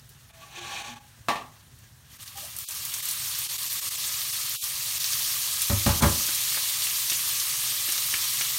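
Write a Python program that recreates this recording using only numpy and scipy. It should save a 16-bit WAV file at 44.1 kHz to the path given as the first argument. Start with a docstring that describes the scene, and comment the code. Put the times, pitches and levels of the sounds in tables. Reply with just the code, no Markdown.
"""Wet rice sizzles in hot fat in a frying pan: steam gives a flickering hiss, bubbles short decaying tones.
Spits of fat pop and spray over it; a soft brief tone sounds once early in the sizzle. Before the rice goes
in, wood scrapes along the counter as uneven clicks and is set down as ringing modes. Later a wooden spoon
knocks three times on the pan rim (modes, crack and rattle) and taps the plastic sieve (dull filtered noise).
A burner and room hum and the echo of a small tiled kitchen surround it; one microphone feeds both channels."""
import sys
import numpy as np
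from scipy import signal
from scipy.fft import rfft, irfft
from scipy.io import wavfile
from scipy.ndimage import uniform_filter1d

SR = 44100
rng = np.random.default_rng(int(sys.argv[2]) if len(sys.argv) > 2 else 0)


def materialize(psi):
    """Save the field psi as 16-bit PCM at rate SR to the path in sys.argv[1].

    A 1-D psi becomes a single channel; in a 2-D psi each row is a channel.
    """
    bounded = np.clip(np.atleast_2d(psi).T, -1, 1)
    quanta = np.round(bounded * 32767).astype(np.int16)
    wavfile.write(sys.argv[1], SR, quanta)


N = 378378  # length in samples

# All spectra are relative: their overall level is set where they are used.
# Burner and room: (frequency [Hz], density [dB per Hz])
HUM_SPECTRUM = [(15, -66), (25, -11.5), (56, -5), (129, 1), (148, -2.5), (162, -14.5), (224, -14.5),
                (375, -28), (401, -21.5), (437, -30), (510, -27), (1500, -27.5), (1950, -70), (3300, -120)]
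HUM_DB = -54.5

# Decay of the kitchen echo: (frequency [Hz], t60 [s])
ECHO_DECAY = [(200, 0.45), (1000, 0.43), (4000, 0.18), (12000, 0.36)]
ECHO_DB = -8.0

# Rasp of one push along the counter: (time [s], level [dB])
RASP_LEVEL = [(0.3, -56), (0.38, -62), (0.422, -50.5), (0.494, -55), (0.582, -41), (0.66, -39.5),
              (0.74, -36.5), (0.8, -37), (0.9, -43.5), (0.97, -49), (1.005, -64)]
# Colour of the rasp: (frequency [Hz], density [dB per Hz])
RASP_SPECTRUM = [(350, -45), (600, -34), (812, -10), (915, -10.5), (1960, -12.5), (2430, -7), (2840, -7.5),
                 (3120, -7.5), (4450, -11), (4880, -18), (6000, -12), (14000, -30.5)]
# The wood catches and groans: (time [s], length [s], level [dB], frequency [Hz])
GROANS = [(0.297, 0.26, -60, 660), (0.414, 0.039, -49.5, 1140), (0.518, 0.14, -51, 350),
          (0.793, 0.2, -50, 821), (0.842, 0.15, -53, 238)]
DRAG = 0.35  # contact with the counter shortens the ring by this factor
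SCRAPE_RING_DB = -6  # ring of the wood relative to the rasp

# Landing and bounces of the wood: (time [s], strength [dB])
LANDINGS = [(1.285, -6), (1.309, -17), (1.357, -16.5), (1.411, -29)]
# Modes of the wood, ringing freely: (frequency [Hz], relative level [dB], t60 [s])
WOOD_MODES = [(250, -11, 0.19), (428, -18, 0.18), (684, -31, 0.13), (845, 5.5, 0.11), (980, -31, .15),
              (1140, 2.5, 0.15), (1710, -17, 0.082), (1807, -0.5, 0.11), (2200, -17, 0.063),
              (2620, 2.5, 0.053), (3200, -23, .08), (3640, -16, 0.053), (4000, -8, 0.044)]
# Crack of the landing: (frequency [Hz], density [dB per Hz])
CRACK_SPECTRUM = [(88, -36), (150, -16.5), (468, -13), (1130, 0), (1490, -20), (1770, -10), (2600, -15.5),
                  (3600, -16), (15000, -36)]
LANDING_RING_DB, LANDING_CRACK_DB = -6.5, -7.0  # peaks relative to the landing's strength

# A soft brief tone near 800 Hz, then a weaker, lower murmur
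TONE_S, TONE_DB, TONE_HZ, TONE_RISE_S, TONE_HOLD_S = 2.351, -44, 795, 0.008, 0.043
MURMUR_LENGTH_S, MURMUR_DB, MURMUR_HZ = 0.095, -53, 626

# Spoon on the pan rim, with rebounds: (time [s], strength [dB], rattle relative to strength [dB],
# bright crack relative to strength [dB], change of the modes under 90 Hz [dB])
KNOCKS = [(5.698, -13.5, -6, -25, 2), (5.719, -19.5, -20, -25, -7), (5.862, -9, -9.5, -5.5, -2),
          (5.889, -19, 0.5, -8, -4), (6.007, -19, -7, -20, -6), (6.023, -12, -2.5, -2, -3),
          (6.036, -12, -1.5, -6, 0)]
# Modes of pan and stove top: (frequency [Hz], relative level [dB], t60 [s])
PAN_MODES = [(44, -11, 0.28), (73.8, -0.5, 0.26), (100.2, -2.5, 0.25), (120, -5, 0.206), (164, -6, 0.17),
             (214, -6, 0.17), (233.4, -7.5, 0.1), (326.5, -17, 0.25), (575, -8, 0.094), (646, -28, 0.27),
             (829, -9, 0.064), (940, -31, .1), (1100, -23, 0.067), (1237, -17.5, 0.2), (1635, -11, 0.048),
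             (1900, -11, 0.049), (2370, -15.5, 0.091)]
# Rattle of the pan on its grate: (frequency [Hz], density [dB per Hz])
RATTLE_SPECTRUM = [(88, -22), (150, 4.5), (230, -2), (471, -10), (898, -8), (1040, -4.5), (2070, -18.5),
                   (5000, -39), (6500, -45), (11000, -120)]
KNOCK_RING_DB = -2.5  # peak of the ring relative to the knock's strength
# Spoon against the sieve: (time [s], peak [dB], pitch [Hz], low thud [dB])
TAPS = [(6.289, -23.5, 2050, -35.5), (6.545, -21, 2520, -54), (6.57, -25, 1190, -49),
        (6.869, -22.5, 3120, -58), (7.119, -23, 2260, -39), (7.887, -22, 2590, -37),
        (8.139, -14.5, 2500, -46), (8.41, -16.5, 2700, -39)]
TAP_Q = 1.9

# The loudest spits of fat: (time [s], pop peak [dB], pitch [Hz], spray peak [dB])
SPITS = [(0.092, -38, 12000, -39), (1.7884, -41, 10300, -45), (2.277, -36, 5000, -31.5),
         (2.4496, -27, 9300, -28), (2.5654, -18, 10200, -26), (2.587, -13, 13700, -20),
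         (2.6868, -23, 9450, -21.5), (2.708, -24, 9200, -21.5), (2.75, -21, 10000, -26),
         (2.851, -17, 11500, -20), (2.9388, -28, 7100, -18), (3.0548, -17, 12200, -22),
         (3.087, -24, 9100, -17.5), (3.111, -17, 12100, -16.5), (3.3883, -11, 14100, -19),
         (3.729, -13, 11000, -24), (4.4965, -10, 13500, -33), (4.64, -27, 9200, -15.5),
         (5.043, -14.5, 4630, -20.5), (5.1326, -14, 5600, -17.5), (5.6194, -6, 9800, -14.5),
         (6.8205, -20, 4500, -17), (7.099, -13, 5770, -14.5), (7.4, -17, 6000, -17),
         (7.9227, -11, 8450, -16), (7.978, -21, 4000, -19)]
# Smaller spits at random: mean rate, highest peaks of pop and spray relative to the vigour, pitch range
STRAY_PER_S, STRAY_DB, STRAY_SPRAY_DB, STRAY_HZ = 4.7, 12, 3, (3950, 13000)

# Slow swell of the boiling rice: (time [s], vigour [dB])
BOIL_LEVEL = [(2.05, -78), (2.12, -51), (2.3, -54), (2.5, -45.5), (2.75, -36), (3.0, -32.5), (3.3, -31),
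              (4.1, -30), (4.8, -30.5), (5.15, -27), (5.7, -27.5), (6.3, -26), (7.2, -27), (7.6, -27),
              (8.58, -27)]
# The first wet clumps land and flare: (time [s], level [dB])
CLUMPS = [(2.195, -41), (2.352, -35), (2.59, -40), (2.685, -52)]
FLARE_RISE_S, FLARE_T60_S = 0.013, 1
# Small steam bubbles: (frequency [Hz], density [dB per Hz])
FIZZ_SPECTRUM = [(1120, -34), (1900, -12), (3580, -3), (4930, -1), (5790, -2.5), (9460, -2), (10400, -3),
                 (14500, -3.5), (16000, -8.5)]
# Larger bubbles sounding through the pan: (frequency [Hz], density [dB per Hz])
BODY_SPECTRUM = [(120, -50), (200, -38), (345, -8), (438, -19), (545, -11.5), (731, -14), (1230, 1),
                 (1420, -7.5), (1580, -3.5), (2700, -4), (3510, -1.5), (5940, -120)]
# Level of the larger bubbles relative to the fizz at a full boil, and its change per dB of vigour
BODY_DB, BODY_SLOPE, FULL_BOIL_DB = -16, -0.37, -28
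# Fat ticking over, with or without rice: (frequency [Hz], density [dB per Hz])
IDLE_SPECTRUM = [(290, -41), (500, -13), (1400, -5), (1640, 0), (2190, -5), (3340, -3.5), (5710, -4.5),
                 (7860, -5.5), (10500, -7), (16000, -10.5)]
IDLE_DB = -56.5

# Dips from the microphone housing: (frequency [Hz], width [Hz], depth [dB])
HOUSING_DIPS = [(4950, 155, -6), (7610, 400, -4), (10430, 560, -5)]
# The level dips briefly: (time [s], length [s], change below the split [dB], change above the split [dB])
LEVEL_DIPS = [(0.324, .02, -6, -9), (0.603, .016, -3, -6), (0.835, .02, -4, -7), (0.951, .016, -3, -7),
              (0.997, .016, -4, -7), (2.18, 0.016, -9, -8), (2.251, .016, -9, -6), (2.366, .014, -4, -6),
              (2.665, 0.033, -35, -6.5), (3.017, 0.016, -9, -7), (3.482, .018, -13, -7),
              (3.575, .016, -13, -7), (3.691, .016, -10, -5), (3.807, .016, -11, -8), (3.9, .018, -12, -9),
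              (3.969, .016, -10, -4), (4.318, .018, -10, -4), (4.594, 0.055, -36, -7),
              (4.991, 0.016, -9, -6), (6.012, 0.016, 0, -9)]
BASS_CUT_HZ, SPLIT_HZ, EDGE_HZ = 44, 2300, 15900


def gain_of(db):
    """Logarithmic level: 20 dB are a factor of ten in amplitude."""
    return 10 ** (np.asarray(db) / 20)


def evened(x):
    """Power normalisation: scales to an rms of 1."""
    return x / np.sqrt(np.mean(x ** 2) + 1e-20)


def peaked(x, db):
    """Peak normalisation: scales the largest excursion to a level."""
    return gain_of(db) * x / abs(x).max()


def read(points, hz):
    """Interpolation along a logarithmic frequency axis."""
    f, value = np.transpose(points)
    return np.interp(np.log(hz + 1), np.log(f + 1), value)


def level_curve(points):
    """Linear interpolation of a level over time, sample by sample."""
    s, db = np.transpose(points)
    return np.interp(np.arange(N) / SR, s, db)


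def colour(x, points):
    """Spectral shaping: weights each frequency of a wide sound, then scales to an rms of 1."""
    weight_db = read(points, np.fft.rfftfreq(len(x), 1 / SR))
    return evened(irfft(rfft(x) * gain_of(weight_db), len(x)))


def add(mix, s, sound):
    """Superposition: adds a sound to the mix from a given time on."""
    part = mix[round(s * SR):][:len(sound)]
    part += sound[:len(part)]


def ringing(modes, detune=0):
    """Modal decay: a blow excites dying sines, pitches and weights shifting as it lands elsewhere."""
    t = np.arange(SR // 2) / SR
    out = np.zeros(len(t))
    for hz, db, t60 in modes:
        pitch_shift, weight_shift = detune * rng.standard_normal(2)
        envelope = gain_of(db + 86 * weight_shift - 60 * t / t60)
        out += envelope * np.sin(2 * np.pi * hz * (1 + pitch_shift) * t)
    return out


def puff(t60, points=None, size=12000):
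    """Exponential decay of a noise burst, white or with a spectrum."""
    noise = rng.standard_normal(size)
    if points is not None:
        noise = colour(noise, points)
    return noise * gain_of(-60 * np.arange(size) / SR / t60)


def resonate(x, hz, keep):
    """Narrow resonance by heterodyning: shift its frequency to zero, smooth, shift back."""
    turn = np.exp(2j * np.pi * hz * np.arange(len(x)) / SR)
    smooth = signal.lfilter([1], [1, -keep], x / turn)
    return evened((turn * smooth).real)


def seethe(patchy_db, flicker_db):
    """Modulated noise: white hiss drifts in patches and flickers in bursts with sudden start, slow end."""
    frames = N // 64 + 5
    real, imaginary, patches = rng.standard_normal((3, 129, frames))
    patches = uniform_filter1d(patches, 12, 0)  # smooth across frequency, then time
    patches = evened(uniform_filter1d(patches, 14, 1))
    kicks = np.minimum(rng.exponential(1, frames), 4.5) ** 2 - 2
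    bursts = evened(signal.lfilter([1], [1, -0.9], kicks))
    z = (real + 1j * imaginary) * gain_of(patchy_db * patches + flicker_db * bursts)
    return evened(signal.istft(z, nperseg=256, noverlap=192)[1][:N])


def hum():
    """Stationary noise: burner and room sound as low noise with slight drift."""
    return gain_of(HUM_DB) * colour(seethe(0.91, 0.46), HUM_SPECTRUM)


def kitchen(x):
    """Reverberation: tiled walls return a noise tail whose bands die at their own speeds."""
    hz, t, z = signal.stft(rng.standard_normal(SR // 2), SR, nperseg=256)
    decay = gain_of(-60 * t / read(ECHO_DECAY, hz)[:, None])
    tail = signal.istft(z * decay, SR, nperseg=256)[1]
    tail = np.append(np.zeros(200), tail)  # delay in samples before the echo
    # too small a room to hold the deepest bass
    x = signal.lfilter(*signal.butter(2, 140, "high", fs=SR), x)
    return signal.oaconvolve(x, tail / np.linalg.norm(tail))[:N]


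def slide():
    """Friction: wood scrapes over stone in dense uneven clicks that make it ring and groan."""
    t = np.arange(N) / SR
    moving = (t > RASP_LEVEL[0][0]) * (t < RASP_LEVEL[-1][0])
    grit = seethe(1.5, 0.62) * gain_of(0.7 * np.minimum(rng.exponential(1, N), 5))
    dragged_modes = [(hz, db, t60 * DRAG) for hz, db, t60 in [WOOD_MODES[3]] + WOOD_MODES[5:]]
    ring = evened(signal.oaconvolve(grit, ringing(dragged_modes))[:N])
    scrape = colour(grit, RASP_SPECTRUM) + gain_of(SCRAPE_RING_DB) * ring
    out = moving * gain_of(level_curve(RASP_LEVEL)) * scrape
    for s, length, db, hz in GROANS:
        swell = np.sin(np.pi * np.arange(0, length, 1 / SR) / length)
        groan = resonate(grit[round(s * SR):][:len(swell)], hz, 1 - 1e-4)
        add(out, s, gain_of(db) * swell * groan)
    return out


def set_down():
    """Impact: each landing and bounce excites the modes of the wood and a crack."""
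    out = np.zeros(N)
    for s, db in LANDINGS:
        add(out, s, peaked(ringing(WOOD_MODES, 0.018), db + LANDING_RING_DB))
        add(out, s, peaked(puff(0.19, CRACK_SPECTRUM), db + LANDING_CRACK_DB))
    return out


def soft_tone():
    """Brief tone: a short sine with a fuzzy edge, then a lower narrow-band murmur."""
    out = np.zeros(N)
    t, late = np.arange(0, TONE_HOLD_S, 1 / SR), np.arange(0, MURMUR_LENGTH_S, 1 / SR)
    fuzz = resonate(rng.standard_normal(len(t)), TONE_HZ, 0.96)
    tone = np.sin(2 * np.pi * TONE_HZ * t) + 0.33 * fuzz
    envelope = np.minimum(np.minimum(t, t[::-1]) / TONE_RISE_S, 1)
    add(out, TONE_S, gain_of(TONE_DB) * envelope * tone)
    murmur = resonate(rng.standard_normal(len(late)), MURMUR_HZ, 0.993)
    swell = np.sin(np.pi * late / MURMUR_LENGTH_S)
    add(out, TONE_S + TONE_HOLD_S, gain_of(MURMUR_DB) * swell * murmur)
    return out


def knocks():
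    """Impact on coupled bodies: the spoon shakes pan and stove top, and the pan rattles on its grate."""
    out = np.zeros(N)
    for s, db, rattle_db, crack_db, deep_db in KNOCKS:
        modes = [(hz, mode_db + deep_db * (hz < 90), t60) for hz, mode_db, t60 in PAN_MODES]
        ring = ringing(modes, 0.015)
        # the heavy stove top takes time to move
        ring = ring * (1 - np.exp(-np.arange(len(ring)) / SR / 0.0066))
        crack = signal.lfilter(*signal.iirpeak(4200, 0.6, SR), puff(0.087))
        add(out, s, peaked(ring, db + KNOCK_RING_DB))
        add(out, s, peaked(puff(0.24, RATTLE_SPECTRUM), db + rattle_db))
        add(out, s, peaked(crack, db + crack_db))
    return out


def taps():
    """Damped impact: the spoon on the sieve gives short dull noise and a low thud."""
    out, t = np.zeros(N), np.arange(4000) / SR
    for s, db, hz, thud_db in TAPS:
        add(out, s, peaked(signal.lfilter(*signal.iirpeak(hz, TAP_Q, SR), puff(0.073)), db))
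        add(out, s, gain_of(thud_db - 60 * t / 0.028) * np.sin(2 * np.pi * 330 * t))
    return out


def stray_spits(vigour_db):
    """Random arrivals: smaller spits at irregular intervals, their level following the boil."""
    lo, hi = STRAY_HZ
    when = np.cumsum(2 * rng.random(100) / STRAY_PER_S)
    strays = []
    for s in when[when * SR < N]:
        db = vigour_db[int(s * SR)] - 6 * rng.random()
        hz = lo * (hi / lo) ** rng.random()
        strays.append((s, db + STRAY_DB, hz, db + STRAY_SPRAY_DB))
    return strays


def spits(vigour_db):
    """Sudden release: a bursting droplet gives a pop of a few cycles and a short spray."""
    out, t = np.zeros(N), np.arange(3000) / SR
    for s, db, hz, spray_db in SPITS + stray_spits(vigour_db):
        pop = np.sin(2 * np.pi * hz * t) * t * np.exp(-t * hz / 0.94)
        spray = signal.lfilter(*signal.iirpeak(hz, 1.3, SR), puff(0.067, size=3000))
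        add(out, s, peaked(pop, db) + peaked(spray, spray_db))
    return out


def vigour():
    """Addition of powers: the level of the boil in dB joins a slow swell and a flare after each clump."""
    t = np.arange(N) / SR
    power = gain_of(level_curve(BOIL_LEVEL)) ** 2 * (t > BOIL_LEVEL[0][0])
    for s, db in CLUMPS:
        age = np.maximum(t - s, 0)
        rise = np.minimum(age / FLARE_RISE_S, 1)
        power = power + (gain_of(db - 60 * age / FLARE_T60_S) * rise) ** 2
    return 10 * np.log10(power + 1e-12)


def bubbles(per_s, spread_db, lo_hz, hi_hz, cycles, count=24):
    """Bubble resonance: bursts at random moments sound as short tones of many pitches, a few large."""
    out = np.zeros(N)
    size = gain_of(spread_db * np.minimum(rng.exponential(1, N), 5))
    size = size * (rng.random(N) < per_s / SR)
    kind = rng.integers(0, count, N)
    for k, hz in enumerate(np.geomspace(lo_hz, hi_hz, count)):
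        turns = np.arange(300) * hz / SR
        tone = hz * np.sin(2 * np.pi * turns) * np.exp(-turns / cycles)
        out += signal.oaconvolve(size * (kind == k), tone)[:N]
    return evened(out)


def sizzle(vigour_db):
    """Boiling: water leaves the fat as hiss and crackle on top, larger bubbles below."""
    body_db = BODY_DB + BODY_SLOPE * (vigour_db - FULL_BOIL_DB)
    fizz = seethe(1.7, 0.59) + 0.32 * bubbles(2500, 3.2, 2110, 14700, 0.57)
    body = seethe(0.58, 1.0) + 0.5 * bubbles(700, 1.55, 499, 3500, 2.9)
    # the extra point extends the idle spectrum downwards
    idle = gain_of(IDLE_DB) * colour(seethe(1.3, 1.0), [(250, -40)] + IDLE_SPECTRUM)
    boil = colour(fizz, FIZZ_SPECTRUM) + gain_of(body_db) * colour(body, BODY_SPECTRUM)
    return idle + gain_of(vigour_db) * boil


def scene():
    """Superposition: all sources but the hum also return from the walls."""
    vigour_db = vigour()
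    sources = slide() + set_down() + soft_tone() + knocks() + taps() + spits(vigour_db) + sizzle(vigour_db)
    mix = hum() + sources + kitchen(gain_of(ECHO_DB) * sources)
    return np.array([mix, mix])


def record(dry):
    """Linear filtering and gain: bass cut, narrow housing dips, brief level dips, then the band limit."""
    hz, t = np.fft.rfftfreq(N, 1 / SR), np.arange(N) / SR
    housing_db = sum(db / (1 + (2 * (hz - f) / width) ** 2) for f, width, db in HOUSING_DIPS)
    bass_cut = signal.butter(N=4, Wn=BASS_CUT_HZ, btype="high", fs=SR, output="sos")
    heard = rfft(signal.sosfilt(bass_cut, dry)) * gain_of(housing_db)
    low, high = irfft(heard * (hz < SPLIT_HZ), N), irfft(heard * (hz >= SPLIT_HZ), N)
    for s, length, low_db, high_db in LEVEL_DIPS:
        dip = np.exp(-(2 * (t - s) / length) ** 4)
        low, high = low * gain_of(low_db * dip), high * gain_of(high_db * dip)
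    band_limit = signal.firwin(511, EDGE_HZ, window=("kaiser", 9), fs=SR)
    return signal.oaconvolve(low + high, band_limit[None], "same")


dry = scene()
out = record(dry)
materialize(out)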